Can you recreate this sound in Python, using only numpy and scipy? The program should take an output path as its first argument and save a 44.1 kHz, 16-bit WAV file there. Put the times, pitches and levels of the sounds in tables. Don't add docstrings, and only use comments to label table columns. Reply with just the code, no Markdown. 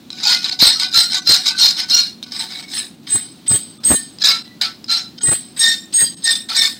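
import sys
import numpy as np
from scipy import signal
from scipy.fft import rfft, irfft
from scipy.io import wavfile
from scipy.ndimage import uniform_filter1d

SR = 44100
rng = np.random.default_rng(int(sys.argv[2]) if len(sys.argv) > 2 else 0)


def decibels_to_gain(level_db):
    exponent = np.asarray(level_db, float) / 20
    return 10 ** exponent


def digitize_waveform(pressure):
    field = np.atleast_2d(pressure).T
    bounded = np.clip(field, -1, 1)
    quanta = np.round(bounded * 32767).astype(np.int16)
    wavfile.write(sys.argv[1], SR, quanta)


N = 299439

# frequency in Hz, density in dB per Hz.
RASP_SPECTRUM = [(290, -121), (500, -18), (1300, -15.5), (1430, -8), (1780, -4.5), (2940, -9), (3620, 4),
                 (6910, -2.5), (8280, -1.5), (11000, -45), (14300, -59.5), (22000, -120)]


def rms_one(x):
    return x / np.sqrt(np.mean(x ** 2) + 1e-20)


def drift(rate):
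    r = np.exp(-2 * np.pi * rate / SR)
    return rms_one(signal.lfilter([1], [1, -2 * r, r * r], rng.standard_normal(N + SR))[SR:])


def coloured(x, spectrum):
    hz = np.fft.rfftfreq(N, 1 / SR) + 1
    points = np.array(spectrum)
    density_db = np.interp(np.log(hz), np.log(points[:, 0]), points[:, 1])
    return rms_one(irfft(rfft(x) * decibels_to_gain(density_db), N))


def resonance(x, hz, width):
    r = np.exp(-np.pi * width / SR)
    return signal.lfilter([(1 - r * r) / 2, 0, (r * r - 1) / 2], [1, -2 * r * np.cos(2 * np.pi * hz / SR), r * r], x)


def bandpass(x, low_hz, high_hz):
    return signal.sosfilt(signal.butter(2, [low_hz, high_hz], "band", fs=SR, output="sos"), x)


def band(x, low_hz, high_hz):
    return rms_one(bandpass(x, low_hz, high_hz))


def steep_band(x, low_hz, high_hz):
    return band(band(x, low_hz, high_hz), low_hz, high_hz)


def tone(hz, level_db, wobble_db, rate):
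    return np.sqrt(2) * decibels_to_gain(level_db + wobble_db * drift(rate)) * np.sin(2 * np.pi * np.cumsum(hz) / SR)


def control_times():
    step = 32
    return np.arange(0, N + step, step) / SR


def smooth(control):
    return np.interp(np.arange(N) / SR, control_times(), control)


def shape_db(s, held_s, rise_s, fall_db_s):
    late = control_times() - np.reshape(s, (-1, 1))
    rise_db = -30 * (np.minimum(late, 0) / rise_s) ** 2
    return rise_db - fall_db_s * np.maximum(late - np.reshape(held_s, (-1, 1)), 0)


def let_go_db(s, held_s, drop_db, drop_s):
    return np.maximum(shape_db(s, held_s, np.inf, drop_db / drop_s), -drop_db)


def lead(rows, under_db):
    hz, one_db, two_db = np.transpose(rows)[2:]
    top = np.argmax(under_db + np.maximum(one_db, two_db)[:, None], axis=0)
    down_db = np.maximum(under_db[top, np.arange(len(top))], -150)
    return smooth(hz[top]), smooth(one_db[top] + down_db), smooth(two_db[top] + down_db)


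def split(x, edge_hz):
    low = 1 / (1 + (np.fft.rfftfreq(N, 1 / SR) / edge_hz) ** 8)
    return [rms_one(irfft(rfft(x) * share, N)) for share in (low, 1 - low)]


def patchy(x, edges_hz):
    total = np.zeros(N)
    for low_hz, high_hz in zip(edges_hz, edges_hz[1:]):
        total += decibels_to_gain(1.6 * drift(18)) * bandpass(x, low_hz, high_hz)
    return rms_one(total)


def rung(drive, modes, least_width, swell_rate):
    total = np.zeros(N)
    for k, (hz, width, db) in enumerate(modes):
        width = max(width, least_width)
        swell = decibels_to_gain(3.8 * np.minimum(drift(swell_rate), 1.4))
        total += (-1) ** k * swell * decibels_to_gain(db) * resonance(drive, hz, width) * np.sqrt(SR / width)
    return total


def shop_hum():
    # frequency in Hz, density in dB per Hz.
    shop_spectrum = [(15, -60), (40, -26.5), (100, -9.5), (228, 2), (320, -3), (440, -16), (1980, -25.5),
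                     (3300, -21.5), (3980, -17), (5650, -27), (12500, -37), (14600, -32), (15800, -29)]
    air = rng.standard_normal(N)
    rumble = decibels_to_gain(-43 + 0.13 * drift(1.2)) * coloured(air, shop_spectrum)
    fan = decibels_to_gain(-52.5) * rms_one(resonance(air[::-1], 225, 27))
    vise_hum = tone(np.full(N, 734), -70.5, 4.3, 9.9)
    return rumble + fan + vise_hum


def taps():
    # start in seconds, peak in dB, ring in Hz.
    touches = [(0.1038, -7, 4050), (0.5152, -24, 4700), (0.592, -25, 4900), (1.274, 8.5, 4930),
               (3.506, -16, 5140), (5.567, -21.5, 4890), (5.927, -30, 3816), (2.228, -7.5, 3750),
               (3.476, -13, 3560), (3.8395, -6.5, 4970), (4.1861, -14, 4880), (4.4784, -23, 4000),
               (4.614, 5, 3950), (4.843, -11.5, 5070), (5.18, -28, 4756), (6.489, -21, 4170)]
    out = np.zeros(N)
    t = np.arange(2000) / SR
    cracks = coloured(rng.standard_normal(N), RASP_SPECTRUM)
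    for s, db, hz in touches:
        at = round(s * SR)
        crack = cracks[at:at + 2000] * np.exp(-t / 0.0017)
        ring = np.sin(2 * np.pi * hz * t) * np.exp(-t / .003)
        out[at:at + 2000] += decibels_to_gain(db) * (0.095 * crack + 0.34 * ring)
    return out


def pressure():
    # full at in seconds, held in seconds, bite in dB,
    # then dull rasp and filings hiss in dB relative to the bite.
    pushes = [(0.267, 0.059, -11.5, -4.5, -14), (0.639, 0.038, -9.5, -5, -11.5),
              (0.964, 0.044, -11.5, -9, -7.5), (1.294, 0.049, -11.5, -7, -10),
              (1.606, 0.056, -9.5, -10.5, -12.5), (1.924, 0.064, -13.5, -6, -8), (2.71, 0.018, -34, -5, -5),
              (2.758, 0.033, -27.5, 0.5, -1.5), (4.244, 0.061, -12.5, -0.5, -11),
              (4.909, 0.054, -18.5, -5, -14), (5.63, 0.07, -19, -6, 3), (6.272, 0.05, -19, -5.5, -2),
              (6.574, 0.082, -17.5, -1, 5)]
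    returns = [(0.201, 0.026, -32.5, -3.5, -35), (0.447, 0.047, -23.5, -8, -42),
               (.525, 0.0093, -31.5, -32, -35), (0.808, 0.045, -17.5, -16.5, -38),
               (1.132, 0.038, -20.5, -13, -29), (1.47, 0.022, -16.5, -23, -22),
               (1.785, 0.032, -21, -10.5, -29), (2.339, 0.05, -30.5, -9, -13),
               (2.514, 0.11, -34.5, -2, -10)]
    catches = [(.105, 0.057, -35.5, -26, -40), (0.592, 0.014, -16, -23, -35),
               (2.229, 0.0043, -30.5, -29, -32), (2.396, 0.033, -25.5, -5, -8.5),
               (4.187, 0.016, -92.5, -38, -35), (4.614, 0.005, -15, -5.5, -19),
               (4.843, 0.011, -72.5, -9, -17), (6.489, 0.012, -21.5, -9, -15)]
    skids = [(3.071, 0.08, -34.5, 4.9, 6.7), (3.466, 0.078, -35.5, 5, 11.8), (3.837, 0.074, -32, 3.3, 16),
             (5.181, 0.13, -34.5, 6.9, 11.4), (5.566, 0.034, -39, 6.6, 7.2),
             (5.928, 0.079, -31.5, 4.4, 11.5)]
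    # strokes, rise in s, fall in dB/s, vise ring in dB, brightness lost away from top speed in dB/s,
    # top speed as share of hold, share that rings the iron in dB, even scrape in dB under the bite.
    kinds = [(pushes, .046, 244, -6, 74.5, 3.5, 0, -12),
             (returns, .036, 400, 2.2, 46, 0.67, 0, -9),
             (catches, .003, 243, 0.92, 21, 6.2, -2, -9),
             (skids, .005, 97, -2, 221.5, 1.23, -12, -0.5)]
    dullest_db, dull_follows = -46, 0.61
    gains = 0
    for rows, rise_s, fall_db_s, vise_db, dimming, share, ringing_db, even_db in kinds:
        s, held_s, bite_db, dull_db, hiss_db = np.transpose(rows)[:, :, None]
        bite = decibels_to_gain(bite_db + shape_db(s, held_s, rise_s, fall_db_s))
        slow_db = np.maximum(-dimming * np.abs(control_times() - s - share * held_s), dullest_db)
        layers_db = [ringing_db, dull_db + dull_follows * slow_db, hiss_db + slow_db, vise_db, even_db]
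        gains = gains + np.sum([bite * decibels_to_gain(db) for db in layers_db], axis=1)
    return [smooth(gain) for gain in gains]


def snags():
    # start in seconds, peak in dB, ring in Hz, extra pressure in dB.
    bursts = [(0.254, -1, 4840, -6), (0.27, 5.5, 4610, 3), (0.3324, 3, 4970, 1), (0.443, 0.5, 3930, 8),
              (0.515, -4, 4300, -2), (0.5234, -5, 4470, 6), (0.617, 6, 4010, 4), (0.6348, 7.5, 4300, -3),
              (0.7976, -5, 3740, 1.5), (0.9264, -9, 4170, 4), (0.9502, -6, 4132, -1), (0.975, 0, 4030, 5),
              (1.119, -5, 5120, 0), (1.1434, -1, 3950, 9.5), (1.292, -12, 4150, 7), (1.4665, 1, 3880, 7.5),
              (1.578, -4, 4126, 0), (1.5936, -5, 4150, -6), (1.7906, -10, 3920, 3), (1.8973, -12, 4200, 1),
              (1.9086, -2, 3880, 0), (2.32, -16, 4470, 4.5), (3.5139, -9, 5020, 6), (3.5457, -10, 3190, 3),
              (4.222, 1.5, 4940, -12), (4.245, 5, 3860, -0.5), (4.2877, 7, 4840, 1), (4.3073, 3, 4780, 1),
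              (4.8846, -14, 4343, -12), (4.903, -5.5, 4190, 1), (5.5933, -9, 3730, 2),
              (5.6261, -9, 3720, -2.5), (6.0033, -6, 4800, 4), (6.2219, -27, 3790, 13),
              (6.2477, -14, 3700, 1), (6.3044, -6, 3680, 2.5), (6.3537, -11, 3650, 7),
              (6.5086, -5.5, 4380, -4), (6.548, -9, 4280, 3.5), (6.31, 0, 3640, 4), (5.628, -7.5, 4880, 5),
              (5.715, -8, 4390, 8), (6.6194, -5, 3530, 9)]
    s, db, hz, push_db = np.transpose(bursts)[:, :, None]
    late = control_times() - s
    stall = -0.64 * np.exp(-np.abs(late) / 0.0016)
    surge = np.where(late > 0, np.exp(-np.abs(late) / 0.0098), stall)
    t = np.arange(3000) / SR
    notes = decibels_to_gain(db - 7.5) * np.sin(2 * np.pi * hz * t) * np.exp(-t / 0.0064) * np.minimum(t / .001, 1)
    rings = np.zeros(N + 3000)
    for at, note in zip((s[:, 0] * SR).astype(int), notes):
        rings[at:at + 3000] += note
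    return decibels_to_gain(smooth(np.sum(push_db * surge, axis=0))), rings[:N]


def rasp():
    # frequency in Hz, width in Hz, level in dB.
    iron = [(3230, 27, -31), (3602, 47, 7.5), (3954, 150, 18), (4240, 100, 12.5), (4423, 33, 17),
            (4443, 460, 21.5), (4940, 310, 20.5), (5185, 20, 17), (5530, 290, 3), (5660, 77, -27.5),
            (6800, 200, -35), (8050, 40, -26), (12400, 51, -9), (8340, 137, -17)]
    vise_modes = [(743.8, 9, -6), (914.7, 30, -4), (1151.5, 16, -8), (1487.4, 14, 0), (2035, 12, -5),
                  (2230, 60, 1), (2443, 16, -3), (2740, 30, -4), (2908, 14, -6)]
    # frequency in Hz, density in dB per Hz.
    hiss_spectrum = [(8000, 9), (9500, 0), (11400, -14.5), (13500, -0.5), (15200, -8), (17000, -7)]
    # full at in seconds, level in dB.
    rubs = [(.3, -30), (.45, -37.5), (0.661, -14), (.8, -30), (1.0, -20.5), (1.13, -35), (1.303, -16.5),
            (1.47, -32), (1.6, -23), (1.93, -45), (2.39, -27), (2.601, -41), (4.26, -23.5), (4.625, -64),
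            (4.921, -29.5), (6.572, -17)]
    bite, dull_gain, hiss_gain, vise_gain, even_gain = pressure()
    surge, rings = snags()

    sizes = decibels_to_gain(1.7 * np.minimum(rng.exponential(1, N), 4)) * rng.choice([-1, 1], N)
    struck = rng.random(N) < 5500 / SR
    bites = rms_one(sizes * struck * decibels_to_gain(3.0 * drift(110)))

    ringing = rms_one(rung(bites, iron, 110, 20.3))
    breaking = patchy(coloured(bites, RASP_SPECTRUM), np.geomspace(400, 12000, num=9))
    dull, middle = split(ringing + decibels_to_gain(-9.0) * breaking, 3220)
    filings = coloured(.6 * bites + rng.standard_normal(N), hiss_spectrum)
    hiss = patchy(filings, np.arange(8000, 18000, 1200))
    scrape = band(steep_band(rng.standard_normal(N), 3100, 5630), 3080, 5600)
    even = patchy(scrape, np.geomspace(2500, 6500, num=7))

    vise = rung(decibels_to_gain(-27.5) * vise_gain * bites, vise_modes, 5, 23)
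    s, db = np.transpose(rubs)
    rub_gain = smooth(decibels_to_gain(db) @ decibels_to_gain(shape_db(s, 0.0059, 0.009, 251)))
    high = rms_one(resonance(bites, 8050, 140) - resonance(bites, 8310, 131)) * rub_gain
    return surge * (bite * middle + dull_gain * dull + hiss_gain * hiss + even_gain * even) + vise + high + rings


def file_ring():
    # frequency in Hz, width in Hz, level in dB.
    middle_modes = [(2950, 20, -12), (3140, 30, 0), (3680, 22, -4), (4010, 30, -1), (4250, 25, -5),
                    (4740, 25, 2), (5110, 25, -5), (5320, 25, -4), (6460, 40, -10)]
    top_modes = [(9320, 25, -4), (9500, 20, 4), (10100, 25, -5), (10480, 20, -10), (11400, 20, -7),
                 (11800, 25, -12), (12800, 30, -13), (14000, 35, -8), (14800, 45, -2)]
    _, _, hiss_gain, _, even_gain = pressure()
    scrape = rng.standard_normal(N)
    middle = rung(decibels_to_gain(-15) * even_gain * scrape, middle_modes, 5, 17.6)
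    return middle + rung(decibels_to_gain(-19) * hiss_gain * scrape, top_modes, 5, 18)


def pings():
    # start in
    # seconds, held in seconds, frequency in Hz, level in dB, t60 in seconds.
    mode_pings = [(1.94, 0.025, 2830, -22.5, 0.11), (1.94, 0.017, 5660, -8, 0.13),
                  (1.94, 0.017, 7150, -25, 0.092), (2.236, 0.021, 2430, -48, .14),
                  (2.392, 0.06, 896, -44, 0.083), (2.41, .02, 9550, -45, 0.15),
                  (2.5, 0.14, 2222, -43.5, .4), (2.74, 0.059, 9600, -37.5, 0.31),
                  (2.78, 0.034, 1746, -39, 0.11), (3.16, 0.033, 9600, -47, 0.2),
                  (3.545, 0.018, 3240, -31, 0.1), (3.939, 0.016, 3994, -30, 0.14),
                  (3.95, 0.02, 3110, -37.5, 0.11), (4.219, .02, 3380, -26, 0.075),
                  (4.3, 0.024, 2205, -24, 0.11), (.69, 0.022, 4300, -22, 0.068),
                  (1.469, 0.021, 5530, -25.5, 0.059), (6.04, 0.014, 4800, -27, 0.2),
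                  (4.45, 0.092, 1975, -55, .2), (4.31, 0.05, 1345, -34.5, .15), (.25, 0.019, 848, -31, .06),
                  (.285, 0.045, 1000, -37.5, .08), (.24, 0.08, 2500, -32.5, .1),
                  (.31, 0.053, 2057, -29, .1), (1.14, 0.074, 1990, -41, .1), (3.775, 0.021, 3550, -46, .04),
                  (3.775, 0.021, 1240, -50, .04), (6.32, 0.036, 3570, -19.5, .12),
                  (6.6, 0.069, 3560, -23, .12), (3.53, 0.042, 11400, -52, .2),
                  (3.87, 0.053, 15000, -31.5, .17), (3.94, 0.043, 11430, -50.5, .26),
                  (4.215, 0.074, 1710, -29.5, .1), (4.641, 0.047, 1328, -36, .15),
                  (5.33, 0.056, 9700, -49, 0.27), (3.54, .04, 9320, -46, .25), (3.55, .03, 10480, -52, .25),
                  (3.95, .03, 10150, -47, .2), (6.0, .06, 11500, -52, 0.17), (5.97, 0.09, 10270, -48, 0.25),
                  (5.99, 0.033, 15000, -32, 0.14), (6.0, 0.075, 3216, -37, 0.13),
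                  (6.488, 0.024, 1350, -35, 0.17), (6.57, 0.11, 2220, -30, 0.047),
                  (1.2, .02, 6000, -36, .06), (0.36, 0.082, 2500, -40, .15), (1.1, 0.028, 3100, -39, .12),
                   (1.5, 0.024, 2600, -37, .12), (4.6, 0.027, 1450, -40, .05), (6.6, .02, 1800, -40, .05),
                   (0.75, 0.064, 1300, -43, 0.18), (1.459, 0.077, 1205, -45, 0.15),
                  (.44, 0.05, 1505, -44, .15), (.8, 0.11, 1497, -42, 0.19), (1.02, 0.047, 1420, -34, .12),
              (1.11, 0.099, 1510, -37, 0.13), (1.33, 0.043, 1415, -39.5, 0.16),
              (1.455, 0.087, 1520, -34.5, 0.22), (1.78, .07, 1505, -40.5, .15),
              (3.09, .03, 4000, -36.5, .1), (5.205, .02, 3220, -42, .05), (5.19, .025, 1440, -40.5, .05)]
    out = np.zeros(N)
    t = np.arange(SR // 2) / SR
    for s, held_s, hz, db, t60 in mode_pings:
        shape = np.clip(t / 0.0084, 0, 1) * decibels_to_gain(db - 60 * np.maximum(t - held_s, 0) / t60)
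        note = np.sqrt(2) * shape * np.sin(2 * np.pi * hz * t)
        at = round(s * SR)
        out[at:at + len(t)] += note[:N - at]
    return out * decibels_to_gain(4.0 * drift(60))


def tip_chatter():
    # full at in seconds, held in seconds, third overtone in Hz, its level in dB, fundamental in dB.
    chatters = [(.28, 0.058, 4350, -23.5, -26), (0.636, 0.046, 4202, -18, -30),
                (0.967, 0.016, 4086, -12, -23.5), (.705, 0.03, 4250, -20, -43),
                (1.04, 0.019, 4210, -21, -36), (1.365, 0.028, 4300, -22, -43),
                (1.296, 0.02, 4132, -10, -30), (1.612, 0.038, 4230, -12.5, -29),
                (1.939, 0.049, 4247, -12, -32), (4.244, 0.095, 4053, -21, -34.5),
                (4.917, 0.031, 4090, -17, -28)]
    # multiple of the pitch, level in dB under the third.
    overtones = [(2, -22), (4, -14), (5, -30)]
    s, held_s = np.transpose(chatters)[:2]
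    third_hz, third_db, first_db = lead(chatters, shape_db(s, held_s, .04, 213))
    pitch = third_hz / 3 * (1 + .009 * drift(90))
    stack = tone(pitch, first_db - 2.5, 3.0, 30) + tone(3 * pitch, third_db, 4.0, 40)
    for k, db in overtones:
        stack += tone(k * pitch, third_db + db, 4.5, 38)
    return stack


def puffs():
    # middle in seconds, length in seconds, level in dB.
    gust_rows = [(0.628, 0.019, -18), (0.981, 0.034, -31.5), (1.307, 0.046, -24.5), (3.156, 0.037, -29),
                 (3.513, 0.02, -22.5), (3.544, 0.045, -27), (3.87, 0.098, -36.5), (3.912, 0.026, -15),
                 (3.933, 0.052, -18.5), (5.256, 0.064, -33.5), (5.289, 0.023, -21), (5.326, 0.027, -22.5),
                 (6.028, 0.051, -31), (6.333, 0.049, -44)]
    t = np.arange(N) / SR
    kicks = rng.standard_normal(N) * (rng.random(N) < 350 / SR)
    jumps = band(signal.lfilter([1], [1, -.93], kicks), 110, 4000)
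    air = rng.standard_normal(N)
    swings = steep_band(air, 90, 360) * decibels_to_gain(2.0 * drift(40))
    swings = swings / np.sqrt(uniform_filter1d(swings ** 2, size=900) + .1)
    gusts = sum(decibels_to_gain(db) * np.clip(1.5 - 3 * np.abs(t - s) / length, 0, 1) for s, length, db in gust_rows)
    body = decibels_to_gain(-10.5) * band(air, 400, 1600)
    thud = decibels_to_gain(-9) * steep_band(air, 50, 137)
    return gusts * (.8 * swings + .7 * jumps + body + thud)


def thumps():
    # middle in seconds, length in seconds, frequency in Hz, level in dB.
    swing_rows = [(3.155, 0.053, 110, -30), (3.513, 0.038, 120, -24), (3.545, 0.046, 110, -21),
                  (3.92, 0.057, 242, -25), (5.29, 0.033, 130, -25), (5.325, 0.037, 110, -27),
                  (1.304, .04, 120, -32)]
    out = np.zeros(N)
    t = np.arange(N) / SR
    for s, length, hz, db in swing_rows:
        window = np.clip(1 - 2 * np.abs(t - s) / length, 0, 1)
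        out += decibels_to_gain(db) * np.sin(2 * np.pi * hz * (t - s)) * window
    return out


def squeal():
    # full at in seconds, held in seconds, pitch in Hz, level in dB, lower combination tone in dB.
    squeals = [(2.745, 0.05, 8100, -29, -36.5), (3.086, 0.0095, 8250, -36, -45),
               (3.104, 0.012, 8130, -21.5, -33), (3.125, 0.035, 8120, -13.5, -37),
               (3.485, 0.077, 8190, -11, -36), (3.854, 0.024, 8254, -9.5, -29),
               (3.889, 0.0322, 8320, -11, -24), (3.925, 0.041, 8130, -14, -27.5),
               (5.223, .005, 7900, -34, -29), (5.237, 0.098, 8137, -12.5, -39),
               (5.581, 0.0043, 8400, -25, -41), (5.598, 0.0223, 8410, -13.5, -18),
               (5.63, 0.067, 8310, -21.5, -28.5), (5.944, 0.096, 8430, -12.5, -20),
               (6.246, 0.012, 8350, -15, -21), (6.31, 0.0091, 8150, -15.5, -45)]
    s, held_s = np.transpose(squeals)[:2]
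    under_db = shape_db(s, held_s, .011, 165) + let_go_db(s, held_s, 8, 0.021)
    hz, level_db, lower_db = lead(squeals, under_db)
    pitch = hz * (1 + .0022 * drift(70))
    waver_db = np.clip((-15 - level_db) / 2, .6, 4)
    dying = (waver_db - .6) / 3.4
    out = tone(pitch, level_db - 3 * dying, waver_db, 60)
    out += tone(pitch * 1.011, level_db - 22, 3.0, 30)
    out += tone(6560 * (1 + .004 * drift(50)), lower_db - 3.5, 3.0, 35)
    out += tone(pitch + 1840, lower_db - 18.5, 4.7, 44)
    skirt = decibels_to_gain(level_db - 23 + 15 * dying) * steep_band(rng.standard_normal(N), 7950, 8500)
    octave = decibels_to_gain(level_db - 27) * steep_band(rng.standard_normal(N), 14300, 16200)
    return out + skirt + octave


def root_chatter():
    # full at in seconds, held in seconds, pitch in Hz, fundamental in dB, second overtone in dB.
    chatters = [
        (3.902, 0.02, 1833, -32, -49),
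        (3.945, 0.064, 1810, -38.5, -50),
        (5.277, 0.0099, 1905, -30, -65),
        (5.634, 0.032, 1830, -19, -13),
        (5.675, 0.02, 1840, -17, -15.5),
        (5.71, .015, 1826, -23, -16.5),
        (6.005, 0.021, 1845, -25, -63),
        (6.278, 0.028, 1834, -18, -16),
        (6.582, 0.072, 1813, -25, -19.5),
    ]
    # multiple of the pitch, level in dB under the second.
    overtones = [(3, -9.5), (4, -14), (5, -30)]
    s, held_s = np.transpose(chatters)[:2]
    under_db = shape_db(s, held_s, .04, 150) + let_go_db(s, held_s, 11, 0.021)
    hz, first_db, second_db = lead(chatters, under_db)
    pitch = hz * (1 + .005 * drift(50))
    stack = tone(pitch, first_db, 3.0, 45) + tone(2 * pitch, second_db, 4.0, 70)
    for k, db in overtones:
        stack += tone(k * pitch, second_db + db, 6.7, 60)
    return stack


def room(x):
    t = np.arange(SR // 2) / SR
    tail = rng.standard_normal(SR // 2) * decibels_to_gain(-60 * t / .22) * (t > .004)
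    return signal.fftconvolve(x, tail / np.sqrt(np.sum(tail ** 2)))[:N]


def scene():
    work = taps() + rasp() + pings() + tip_chatter() + squeal() + root_chatter()
    return (shop_hum() + work + decibels_to_gain(-15) * room(work) + file_ring() + puffs() + thumps())[None]


def band_limit(x):
    return signal.sosfilt(signal.butter(12, 15910, fs=SR, output="sos"), x)


def record(dry):
    # middle in seconds, length in seconds, depth in dB.
    dropouts = [(.505, .014, -9), (1.212, .016, -9), (1.96, .012, -6), (2.256, .014, -10), (2.62, .012, -9),
                (3.487, .012, -24), (3.79, .026, -10), (4.234, .008, -17), (4.435, .02, -7),
                (4.875, .02, -8), (5.2, .02, -20), (5.25, .01, -7), (5.305, .012, -10), (5.265, .008, -7),
                (6.158, .024, -14), (6.285, .01, -5), (6.35, .008, -6), (6.605, .01, -4), (2.99, .09, -4)]
    t = np.arange(N) / SR
    dip_db = sum(db * np.clip(3 - 6 * np.abs(t - s) / length, 0, 1) for s, length, db in dropouts)
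    spared = signal.sosfiltfilt(signal.butter(2, 600, fs=SR, output="sos"), dry)
    spared = spared + signal.sosfiltfilt(signal.butter(2, [7800, 8700], "band", fs=SR, output="sos"), dry)
    dipped = spared + decibels_to_gain(dip_db) * (dry - spared)
    rounded = .85 * np.tanh(dipped / .85)
    finished = signal.sosfilt(signal.cheby2(16, 60, 16450, fs=SR, output="sos"), rounded)
    return band_limit(finished)


dry = scene()
out = record(dry)
digitize_waveform(out)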